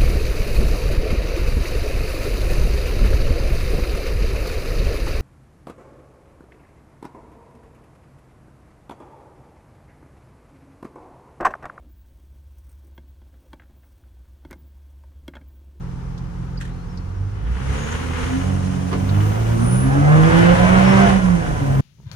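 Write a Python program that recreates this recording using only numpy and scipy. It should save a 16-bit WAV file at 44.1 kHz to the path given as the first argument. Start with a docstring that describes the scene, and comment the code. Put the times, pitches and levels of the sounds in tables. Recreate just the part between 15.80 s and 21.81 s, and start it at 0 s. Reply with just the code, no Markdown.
"""A low rumble and the hum of an idling V6 diesel, heard inside a pickup with its air vents blowing.
Trim clicks, the gear lever clacks and faint chirps pass; then the truck pulls away, revs out and eases off.
The engine's firings boom in the cab, rasp down the open exhaust and clatter in the engine block.
As it works harder a wavering roar grows and the turbo hisses. Something loose knocks in a turn,
and a thin whistle sounds at the top of the revs."""
import sys
import numpy as np
from scipy import signal
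from scipy.fft import rfft, irfft
from scipy.io import wavfile
from scipy.ndimage import uniform_filter1d

SR = 44100
rng = np.random.default_rng(int(sys.argv[2]) if len(sys.argv) > 2 else 0)


def master_out(mix):
    """Clip the mix to full scale and print it as 16-bit PCM to the path in sys.argv[1]."""
    frames = np.transpose(np.atleast_2d(mix))
    ceiling = np.clip(frames, -1, 1)
    pcm = np.round(ceiling * 32767).astype(np.int16)
    wavfile.write(sys.argv[1], SR, pcm)


N = 265041
TIME = np.arange(N) / SR

# Levels are relative: the functions add gains of their own. "Lead" is how far left runs ahead of right.
# road and body rumble over time: t/s, level/dB
RUMBLE_LEVEL = [(0, -35), (1.44, -34), (1.68, -33.5), (1.94, -30.5), (3.3, -31.5), (3.75, -26),
                (4.1, -28.5), (4.75, -22), (5.18, -24.5), (5.35, -26), (6.01, -26)]
# tone colour of the rumble: f/Hz, level/dB
RUMBLE_SPECTRUM = [(15, -40), (31, -9.5), (44, -2), (75, -5), (120, -7.5), (190, -14), (260, -20.5),
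                   (450, -28), (600, -43), (1500, -44.5), (6000, -100)]
# firings per second, from idle to top revs and down again: t/s, f/Hz
FIRING_RATE = [(1.0, 43.21), (1.25, 45.31), (1.56, 50.63), (1.95, 71), (2.07, 74.8), (2.14, 80.64),
               (2.47, 84.92), (2.69, 93.45), (3.1, 90.78), (3.52, 105.3), (3.57, 110.1), (3.8, 114.3),
               (4.33, 151.9), (4.52, 165.5), (5.0, 189.7), (5.27, 196.4), (5.45, 183.9), (5.85, 138.7),
               (6.01, 133.8)]
# two dabs of throttle, an easy turn, full throttle, foot off: t/s, rasp level/dB, clatter level/dB
ENGINE_LOAD = [(0, -57, -58), (1.5, -50, -56.5), (1.7, -44.5, -45.5), (1.88, -38, -39.5), (1.955, -36, -35),
               (2.03, -38, -37.5), (2.14, -42, -35), (2.31, -36.5, -39), (2.37, -40, -33.5),
               (2.45, -34.5, -34.5), (2.75, -34.5, -43.5), (3.08, -35, -45), (3.45, -31, -40.5),
               (3.8, -32, -42), (4.22, -27.5, -39.5), (4.57, -23.5, -26.5), (4.9, -23.5, -29),
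               (5.08, -22, -26.5), (5.29, -23, -27), (5.42, -30.5, -39), (6.01, -31.5, -44)]
# the six cylinders in the order they fire: level/dB, lateness/firing periods
CYLINDERS = [(0, 0), (-0.5, .08), (-0.5, -.05), (1.5, .02), (-0.5, -0.0212), (1, -.02)]
# the boom's four tones; an "order" is a multiple of the firing rate
BOOM_ORDERS = (1, 1.5, 2, 3)
# the boom's lowest tone: t/s, level/dB
BOOM_LEVEL = [(0, -35), (1.5, -34), (2.2, -29), (2.76, -24.5), (3.07, -30.5), (3.65, -19), (4.15, -18),
              (4.42, -17), (4.58, -13.5), (5.24, -14), (5.55, -15), (5.62, -30.5), (5.76, -31.5),
              (5.95, -15.5)]
# its three higher tones at cruising load: level/dB
OVERTONE_LEVELS = [-38, -36, -38]
# pitches at which the cab rings, one list per boom tone: f/Hz, width/Hz, lift/dB
CAB_RESONANCES = [
    [(58.2, 4.7, 10.5), (69, 2.3, 9.5), (100.9, 6.47, 10), (107.2, 2.6, -6), (150.6, 8.7, 6.5)],
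    [(100, 7.1, 8), (145.8, 16, 14), (188.77, 18.2, 17.5)],
    [(98.8, 8.7, 20), (133, 12, 12), (187.2, 16.4, 12), (232.4, 6.4, 15), (266.8, 5.78, 14),
     (283.1, 7.8, 18.5), (313, 10, 10.5), (335.4, 13.8, 11.5), (396.3, 11.05, 13)],
    [(129.6, 3.8, 11.5), (264.7, 7.5, 17.5), (297, 24, 7), (355, 10, 1), (483.5, 30, 12), (528.7, 11.9, 13),
     (572, 19, 7.5)],
]
# standing waves make left and right differ: f/Hz, lead/rad, left minus right/dB
STANDING_WAVES = [(50, -0.8, -1.5), (92, 0, -3.5), (143, 0.92, 1), (159, 1.5, -5), (169.95, 0.5, -9),
                  (195, 0.56, -8), (248, 2, -4.5), (295, 0.5, -2), (343, -2.5, 0), (400, -1.5, -4.5),
                  (597.7, -2, -7.5)]
# cab resonances that hum at idle: f/Hz, level/dB
IDLE_RESONANCES = [(173, -33.5), (261, -51)]
# the order that drives each of them
IDLE_ORDERS = (4, 6)
# tone colour of the air vents: f/Hz, level/dB
FAN_SPECTRUM = [(150, -6), (300, -3), (460, 0.5), (620, -3), (800, -2), (1150, -4), (1450, -6.5),
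                (1750, -13.5), (2400, -19), (3500, -24), (4500, -23.5), (5700, -22.5), (7200, -30),
                (15000, -53)]
# a dip in the sound that left and right share: f/Hz, level/dB
CAB_HOLLOW = [(540, 0), (600, -9), (650, -8), (720, 0)]
# burning fuel, heard through the cab's front wall: f/Hz, level/dB
BURN_SPECTRUM = [(300, -5.5), (430, 3), (530, 5), (640, -18.5), (900, -1), (1150, -1.5), (1330, -1),
                 (1500, -2), (1750, -3), (2400, -7), (3250, -13), (4100, -17.5), (6000, -29),
                 (10000, -32.5), (13000, -51)]
# the hard ring of the engine block: f/Hz, level/dB
KNOCK_SPECTRUM = [(400, -14), (700, -5), (950, 2), (1200, -5), (1400, 5), (1650, -3.5), (2000, -5),
                  (2350, -8.5), (2750, -3.5), (3300, -6), (3900, -21.5), (6000, -30), (12000, -48)]
# an exhaust pulse as it reaches the cab: f/Hz, level/dB
RASP_SPECTRUM = [(30, -31), (140, 7), (230, -2), (330, -1), (430, -2.5), (520, 3.5), (620, 2), (770, 1.5),
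                 (925, -9), (1050, -2), (1280, -16), (1510, -15), (1800, -16), (2800, -17), (6000, -81),
                 (12000, -102)]
# how the exhaust sound differs between the sides: f/Hz, lead/rad
EXHAUST_LEAD = [(100, 0), (200, -.6), (380, -1.9), (700, -2.1), (1400, -2.5), (2500, -3.5)]
# droning cab panels: f/Hz, width/Hz, level/dB relative to the rasp level
PANELS = [(264.7, 12.3, -5), (425.4, 38, -8), (697, 66, -9.5), (992, 68, -14)]
# tone colour of a high, airy hiss: f/Hz, level/dB
AIRY_HISS_SPECTRUM = [(2500, 0), (4500, -5.5), (6200, 0.5), (7500, -6.5), (10000, -4.5), (11000, -10),
                      (12000, -34.5), (16000, -14)]
# clicks of trim and controls: t/s, level/dB, f/Hz, width/Hz
CLICKS = [(0.376, -44.5, 4380, 3000), (.772, -38.5, 4700, 550), (1.172, -42.5, 4800, 1400),
          (2.118, -34.5, 6660, 1100), (3.289, -33, 3700, 1218)]
# the gear lever touches, clacks into gear and rattles to rest: t/s, level/dB
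LEVER_BLOWS = [(.802, -8), (.8105, 1.5), (.822, -9), (.8426, -13), (.851, -7), (.875, -12), (.8905, -15)]
# how the lever rings: f/Hz, width/Hz, level/dB, decay/s
LEVER_BANDS = [(1720, 430, -33, 0.0093), (3000, 1900, -42, 0.014), (7100, 3600, -43, 0.0098),
               (12500, 5000, -56, .005)]
# faint chirps, one list per note: t/s, f/Hz, level/dB
CHIRPS = [
    [(.905, 3750, -62), (.93, 4130, -62), (.97, 4494, -70)],
    [(.98, 4200, -60), (1.025, 4220, -63), (1.065, 4700, -69), (1.108, 5500, -56), (1.16, 4750, -67),
     (1.215, 4220, -66), (1.27, 4620, -72), (1.325, 4120, -65)],
    [(1.34, 5950, -66), (1.36, 5650, -66), (1.39, 5430, -66)],
]
# the turbo's highest hiss: t/s, level/dB
SIZZLE_LEVEL = [(1.6, -74), (2.0, -63), (2.55, -60), (2.9, -67), (3.45, -50), (4.25, -63), (4.6, -56),
                (5.2, -59), (5.6, -65), (6.01, -52)]
# strength of the roar's tones by pitch: f/Hz, level/dB
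ROAR_SPECTRUM = [(300, -3), (380, -0.5), (520, -6.5), (670, -1), (790, -3), (900, -8), (1050, -2.5),
                 (1220, -6), (1350, -9.5), (1520, -5), (1800, -11.5), (2100, -11), (2700, -23)]
# turbo whooshes: t/s, half length/s, f/Hz, glide/(Hz per s), half width/Hz, level/dB
WHOOSHES = [(2.053, 0.12, 6620, 1, 218, -46), (2.527, 0.2, 6600, -2, 220, -50.5),
            (3.944, .1, 9860, 4197.5, 432.8, -33.5), (5.2, .13, 5660, -2, 1100, -42)]
# how the loose object rings: f/Hz, width/Hz, level/dB, decay/s
THUD_BANDS = [(354, 144, -27, 0.041), (940, 430, -24, 0.017), (1690, 1100, -29, 0.017),
              (3600, 3000, -38, 0.02)]
# brief dips in the boom at high revs: t/s, level change/dB
BOOM_DIPS = [(3.78, -4), (4.13, 0.5), (4.51, -11), (4.62, -1.5), (4.77, -14), (4.89, -4.5), (5.02, -2),
             (5.14, -2), (5.29, -4), (5.41, -12.5)]
# the whistle at top revs: t/s, level/dB
WHISTLE_LEVEL = [(4.98, -80), (5.04, -45), (5.1, -38), (5.17, -49), (5.26, -51), (5.36, -80)]


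def gain(db):
    """Turn decibels into a number to multiply by."""
    return 10 ** (np.asarray(db) / 20)


def curves(table):
    """Each column of a time table, joined by straight lines."""
    times, *columns = np.transpose(table)
    return [np.interp(TIME, times, column) for column in columns]


def across(table):
    """Read a table of f/Hz, value at every frequency of the spectrum."""
    hz, value = np.transpose(table)
    bin_hz = np.arange(N // 2 + 1) * SR / N
    return np.interp(np.log(bin_hz + 1), np.log(hz), value)


def unit(x):
    """Scale a signal to an average strength (rms) of 1."""
    return x / np.sqrt(np.mean(x ** 2))


def colour(x, spectrum):
    """Give a sound the tone colour in a table, at strength 1."""
    return unit(irfft(rfft(x) * gain(across(spectrum)), N))


def noise():
    """Separate white noise for left and right."""
    return rng.standard_normal((2, N))


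def wobble(rate):
    """A smooth random wobble of strength 1 that turns about `rate` times a second."""
    step = int(SR / rate)
    held = np.repeat(rng.standard_normal(N // step + 1), step)[:N]
    return unit(uniform_filter1d(uniform_filter1d(held, step), step))


def opposite(x):
    """Plus on the left, minus on the right."""
    return np.vstack([x, -x])


def pan(db):
    """Two gains that put the left side `db` above the right."""
    return gain(opposite(db) / 2)


def rumble():
    """Road and body rumble, nearly alike on both sides."""
    shared, side = colour(noise(), RUMBLE_SPECTRUM)
    return (shared + gain(-16) * opposite(side)) * gain(curves(RUMBLE_LEVEL)[0] + 1) * pan(-3.5)


def boom(turns, hz, load_db, cruise_db=-22, waver_rad=.12):
    """The engine's lowest tones waver, and swell as they pass a pitch at which the cab rings."""
    slowing = uniform_filter1d(np.maximum(-np.gradient(hz) * SR, 0), SR // 10)  # Hz per s
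    effort_db = .25 * (load_db - cruise_db)
    # no two firings push equally hard
    levels = [curves(BOOM_LEVEL)[0] + throb() + .5 * wobble(24.55) + .9 * wobble(50)]
    levels += [db + effort_db + 2 * wobble(20) for db in OVERTONE_LEVELS]
    wave_hz, wave_lead, wave_db = np.transpose(STANDING_WAVES)
    out = 0
    for order, db, resonances in zip(BOOM_ORDERS, levels, CAB_RESONANCES):
        pitch = order * hz
        lift_db = sum(lift * np.exp(-((pitch - f) / width) ** 2) for f, width, lift in resonances)
        fade_db = .07 * slowing * (order - 1)  # higher tones fade most as the engine slows
        lead = np.interp(pitch, wave_hz, wave_lead)
        balance_db = np.interp(pitch, wave_hz, wave_db)
        phase = order * (2 * np.pi * turns + waver_rad * wobble(22))
        tone = np.sqrt(2) * np.sin(phase + opposite(lead) / 2) / np.cos(lead / 2)
        out += tone * gain(db + lift_db - fade_db) * pan(balance_db)
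    return out


def idle_hum(turns, hz, half_width_hz=14):
    """At idle two higher engine tones match pitches at which the cab rings, so it hums."""
    out = 0
    for order, (cab_hz, db) in zip(IDLE_ORDERS, IDLE_RESONANCES):
        mistuning = (order * hz - cab_hz) / half_width_hz
        out += gain(db) * np.sin(2 * np.pi * order * turns) / (1 + mistuning ** 2)
    return out


def fan(db=-45):
    """The steady rush of the dashboard vents, made hollow by the cab."""
    shared, side = colour(noise(), FAN_SPECTRUM)
    return (colour(shared, CAB_HOLLOW) + opposite(side)) / np.sqrt(2) * gain(db) * pan(2.5)


def pulse_train(turns, jitter, scatter_db):
    """One click per firing; its timing and strength vary by cylinder and by chance."""
    firing = np.arange(1, int(turns[-1]))
    time_chance, size_chance = rng.standard_normal((N // 50, 2))[firing].T
    strength_db, late = np.array(CYLINDERS)[firing % len(CYLINDERS)].T
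    at = np.interp(firing + late + jitter * time_chance, turns, np.arange(N)).astype(int)
    return np.bincount(at, gain(strength_db + scatter_db * size_chance), N)


def firing_sizes(turns, scatter_db):
    """Strength of the current firing: the cylinders differ, and no two burns are alike."""
    firing = turns.astype(int)
    strength_db = np.array(CYLINDERS)[firing % len(CYLINDERS), 0]
    return gain(strength_db + scatter_db * rng.standard_normal(N // 50)[firing])


def cab_echoes(x, ring_s):
    """Quick echoes from glass and trim, different on each side; they fall 60 dB in `ring_s`."""
    t = TIME[:SR // 8]
    echoes = rng.standard_normal((2, len(t))) * np.exp(-np.log(1000) * t / ring_s)
    echoes /= np.sqrt(np.sum(echoes ** 2, axis=1, keepdims=True))
    return signal.fftconvolve(np.atleast_2d(x), echoes, axes=1)[:, :N]


def shifting_echoes(x, ring_s, drift, rate):
    """As the listening spot moves, two sets of echoes blend, so single tones swell and break up."""
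    angle = drift * wobble(rate)
    return np.cos(angle) * cab_echoes(x, ring_s) + np.sin(angle) * cab_echoes(x, ring_s)


def clatter(turns, hz, db, soften_above_hz=80):
    """Diesel knock: each firing strikes the block, which rings briefly over the noise of burning fuel."""
    strikes = pulse_train(turns, jitter=.06, scatter_db=3)
    knock = colour(shifting_echoes(strikes, ring_s=.07, drift=1.5, rate=30), KNOCK_SPECTRUM)
    knock_db = .5 - 3.5 * np.maximum(np.log2(hz / soften_above_hz), 0)
    burn = colour(firing_sizes(turns, scatter_db=1) * noise(), BURN_SPECTRUM)
    return (gain(3.5) * burn + gain(knock_db) * knock) * gain(db) * pan(2.5)


def rasp(turns, db, full_load_db=-23):
    """Each firing sends a pulse and a puff of gas down the pipe; the pulses stand out more under load."""
    pulses = colour(pulse_train(turns, jitter=.085, scatter_db=3.5), RASP_SPECTRUM)
    puffs = unit(np.exp(-(turns % 1) / 2.2) * firing_sizes(turns, scatter_db=4))
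    gas = colour(puffs * noise()[0], RASP_SPECTRUM)
    pipe = gain(.2 * (db - full_load_db)) * pulses + gain(-5) * gas
    direct = irfft(rfft(pipe) * np.exp(.5j * opposite(across(EXHAUST_LEAD))), N)
    echoes = .7 * shifting_echoes(pipe, ring_s=.08, drift=1.2, rate=10)
    return unit(direct + echoes) * gain(db - .5) * pan(-4.5)


def engine_shake(turns, db):
    """The engine shakes on its mounts twice per crank turn (three firings), with a rough growl."""
    shake = np.sin(2 * np.pi * turns * 2 / 3) * (1 + .4 * wobble(12))
    growl = colour(noise()[0], [(60, -38), (105, 11), (140, 5), (230, -7.5), (350, -3), (1000, -91)])
    return (shake + growl) * gain(db - 2) * pan(-2)


def panels(db, limit_db=-33.5):
    """The shaking sets cab panels droning unevenly, each at its own pitch whatever the revs."""
    out = 0
    for hz, width, panel_db in PANELS:
        shiver = signal.sosfilt(signal.butter(2, width / 2, fs=SR, output="sos"), noise())
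        lead = np.interp(hz, *np.transpose(EXHAUST_LEAD))
        phase = 2 * np.pi * hz * TIME + opposite(lead) / 2
        out += gain(panel_db) * unit(shiver[0] * np.cos(phase) + shiver[1] * np.sin(phase))
    return out * gain(np.minimum(db, limit_db)) * pan(-1.5)


def intake(octaves, clatter_db, boost_s=1.62, foot_off_s=5.28):
    """Air rushes into the engine, louder with revs, fuel and the turbo's push (its boost)."""
    off_boost = np.clip(1 - (TIME - boost_s) / .28, 0, 1)
    sag = np.clip((TIME - foot_off_s) / .22, 0, 1)
    db = -29.5 + 4 * octaves + .2142 * clatter_db - 10.5 * off_boost - 1.5 * sag
    return colour(noise(), AIRY_HISS_SPECTRUM) * gain(db + wobble(42)) * pan(2)


def strike(blows, bands, rise_s):
    """Blows on a loose part: each is a short burst of noise in the bands where the part rings."""
    out = 0
    for hz, width, band_db, decay_s in bands:
        low = np.hypot(hz, width / 2) - width / 2
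        band = signal.butter(2, [low, min(low + width, .45 * SR)], "bandpass", fs=SR, output="sos")
        envelope = 0
        for start_s, db in blows:
            age = np.clip(TIME - start_s, 0, 1)
            envelope += gain(db) * (1 - np.exp(-age / rise_s)) * np.exp(-age / decay_s)
        out += gain(band_db) * envelope * unit(signal.sosfilt(band, noise()))
    return out


def clicks(band_db=1, decay_s=.011):
    """Small single clicks of trim and controls."""
    return sum(strike([(s, db)], [(hz, width, band_db, decay_s)], rise_s=.0021)
               for s, db, hz, width in CLICKS)


def gear_lever():
    """Each blow of the lever is a short, dry clack."""
    return strike(LEVER_BLOWS, LEVER_BANDS, rise_s=.0012)


def chirps():
    """A few faint, bird-like gliding notes before the truck pulls away."""
    out = 0
    for note in CHIRPS:
        hz, db = curves(note)
        sounding = (TIME > note[0][0]) & (TIME < note[-1][0])
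        envelope = uniform_filter1d(sounding.astype(float), SR // 100)
        pitch = hz * (1 + .003 * wobble(200))
        out += envelope * gain(db) * np.sin(2 * np.pi * np.cumsum(pitch) / SR)
    return out


def sizzle():
    """A thin, very high hiss while the turbo pushes; it reaches the right side an instant later."""
    hiss = colour(noise()[0], [(11000, -44), (13400, 3), (14700, -5), (16500, -44)])
    return np.array([hiss, np.roll(hiss, 1)]) * gain(curves(SIZZLE_LEVEL)[0])


def roar(turns, hz, db, full_load_db=-23, swell_db=5.5, wander_hz=17):
    """Under load the engine's higher tones each wander, swell and fade, making a lumpy growl."""
    out = 0
    for order in np.arange(3.5, 14.5, .5):
        tone_db = np.interp(order * hz, *np.transpose(ROAR_SPECTRUM))
        tone_db += swell_db * np.minimum(wobble(18), 1.3)
        phase = 2 * np.pi * (order * turns + np.cumsum(wander_hz * wobble(55)) / SR)
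        lead = np.interp(order * hz, *np.transpose(EXHAUST_LEAD)) + .5 * wobble(18)
        out += gain(tone_db) * np.sin(phase + opposite(lead) / 2)
    surge_db = 1.5 * wobble(11)
    effort_db = .54 * (db - full_load_db)
    return out * gain(db - 2 + surge_db + effort_db) * pan(-1)


def turbo(spread=.53):
    """Each whoosh is a band of hiss that swells and fades; one glides up as the turbo gathers speed."""
    out = 0
    for peak_s, half_s, hz, glide, half_width_hz, db in WHOOSHES:
        lowpass = signal.butter(3, half_width_hz, fs=SR, output="sos")
        low_noise = signal.sosfilt(lowpass, noise() + 1j * noise())
        pitch = hz + glide * (TIME - peak_s)
        hiss = np.real(low_noise * np.exp(2j * np.pi * np.cumsum(pitch) / SR))  # moved up to the pitch
        out += unit(hiss) * gain(db) / np.cosh((TIME - peak_s) / half_s) ** 2
    shared, side = out
    return (shared + spread * opposite(side)) / np.hypot(1, spread) * pan(-3)


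def thud(touch_s=3.113, blow_s=3.127):
    """Something loose shifts in the turn: a light touch, then the blow."""
    return strike([(touch_s, -3.5), (blow_s, 0)], THUD_BANDS, rise_s=.003)


def throb(dip_s=.024):
    """The boom's uneven beat at high revs, in dB: round tops and narrow dips."""
    return sum(db * np.exp(-((TIME - s) / dip_s) ** 2) for s, db in BOOM_DIPS)


def whistle(hz=5400):
    """A thin, unsteady whistle at the top of the revs that sinks into the hiss."""
    pitch = hz + 17 * wobble(160)
    sounding = (TIME > WHISTLE_LEVEL[0][0]) & (TIME < WHISTLE_LEVEL[-1][0])
    return sounding * gain(curves(WHISTLE_LEVEL)[0]) * np.sin(2 * np.pi * np.cumsum(pitch) / SR)


def scene():
    """Speed and load drive the engine's sounds; the turbo and the cab's own noises join them."""
    idling = TIME < FIRING_RATE[0][0]
    hz = curves(FIRING_RATE)[0] + .4 * wobble(4) * idling
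    turns = np.cumsum(hz) / SR  # firings so far
    octaves = np.log2(hz / hz.max())  # 0 at top revs, negative below
    load_db, clatter_db = curves(ENGINE_LOAD)
    exhaust_db = load_db + 3 * octaves
    low_tones = boom(turns, hz, load_db) + idle_hum(turns, hz)
    exhaust = rasp(turns, exhaust_db) + roar(turns, hz, exhaust_db)
    engine = clatter(turns, hz, clatter_db) + engine_shake(turns, load_db) + panels(load_db)
    air = intake(octaves, clatter_db) + turbo() + sizzle() + whistle()
    cab = rumble() + fan() + clicks() + gear_lever() + thud() + chirps()
    return low_tones + exhaust + engine + air + cab


def record(dry, ceiling=.95, fade_s=.006, top_hz=15300):
    """Round off the highest peaks, fade both ends and cut the very top of the treble."""
    rounded = dry / (1 + (dry / ceiling) ** 6) ** (1 / 6)
    fade = np.clip(np.minimum(TIME, TIME[-1] - TIME) / fade_s, 0, 1)
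    return signal.sosfilt(signal.ellip(10, .2, 90, top_hz, fs=SR, output="sos"), rounded * fade)


dry = scene()
out = record(dry)
master_out(out)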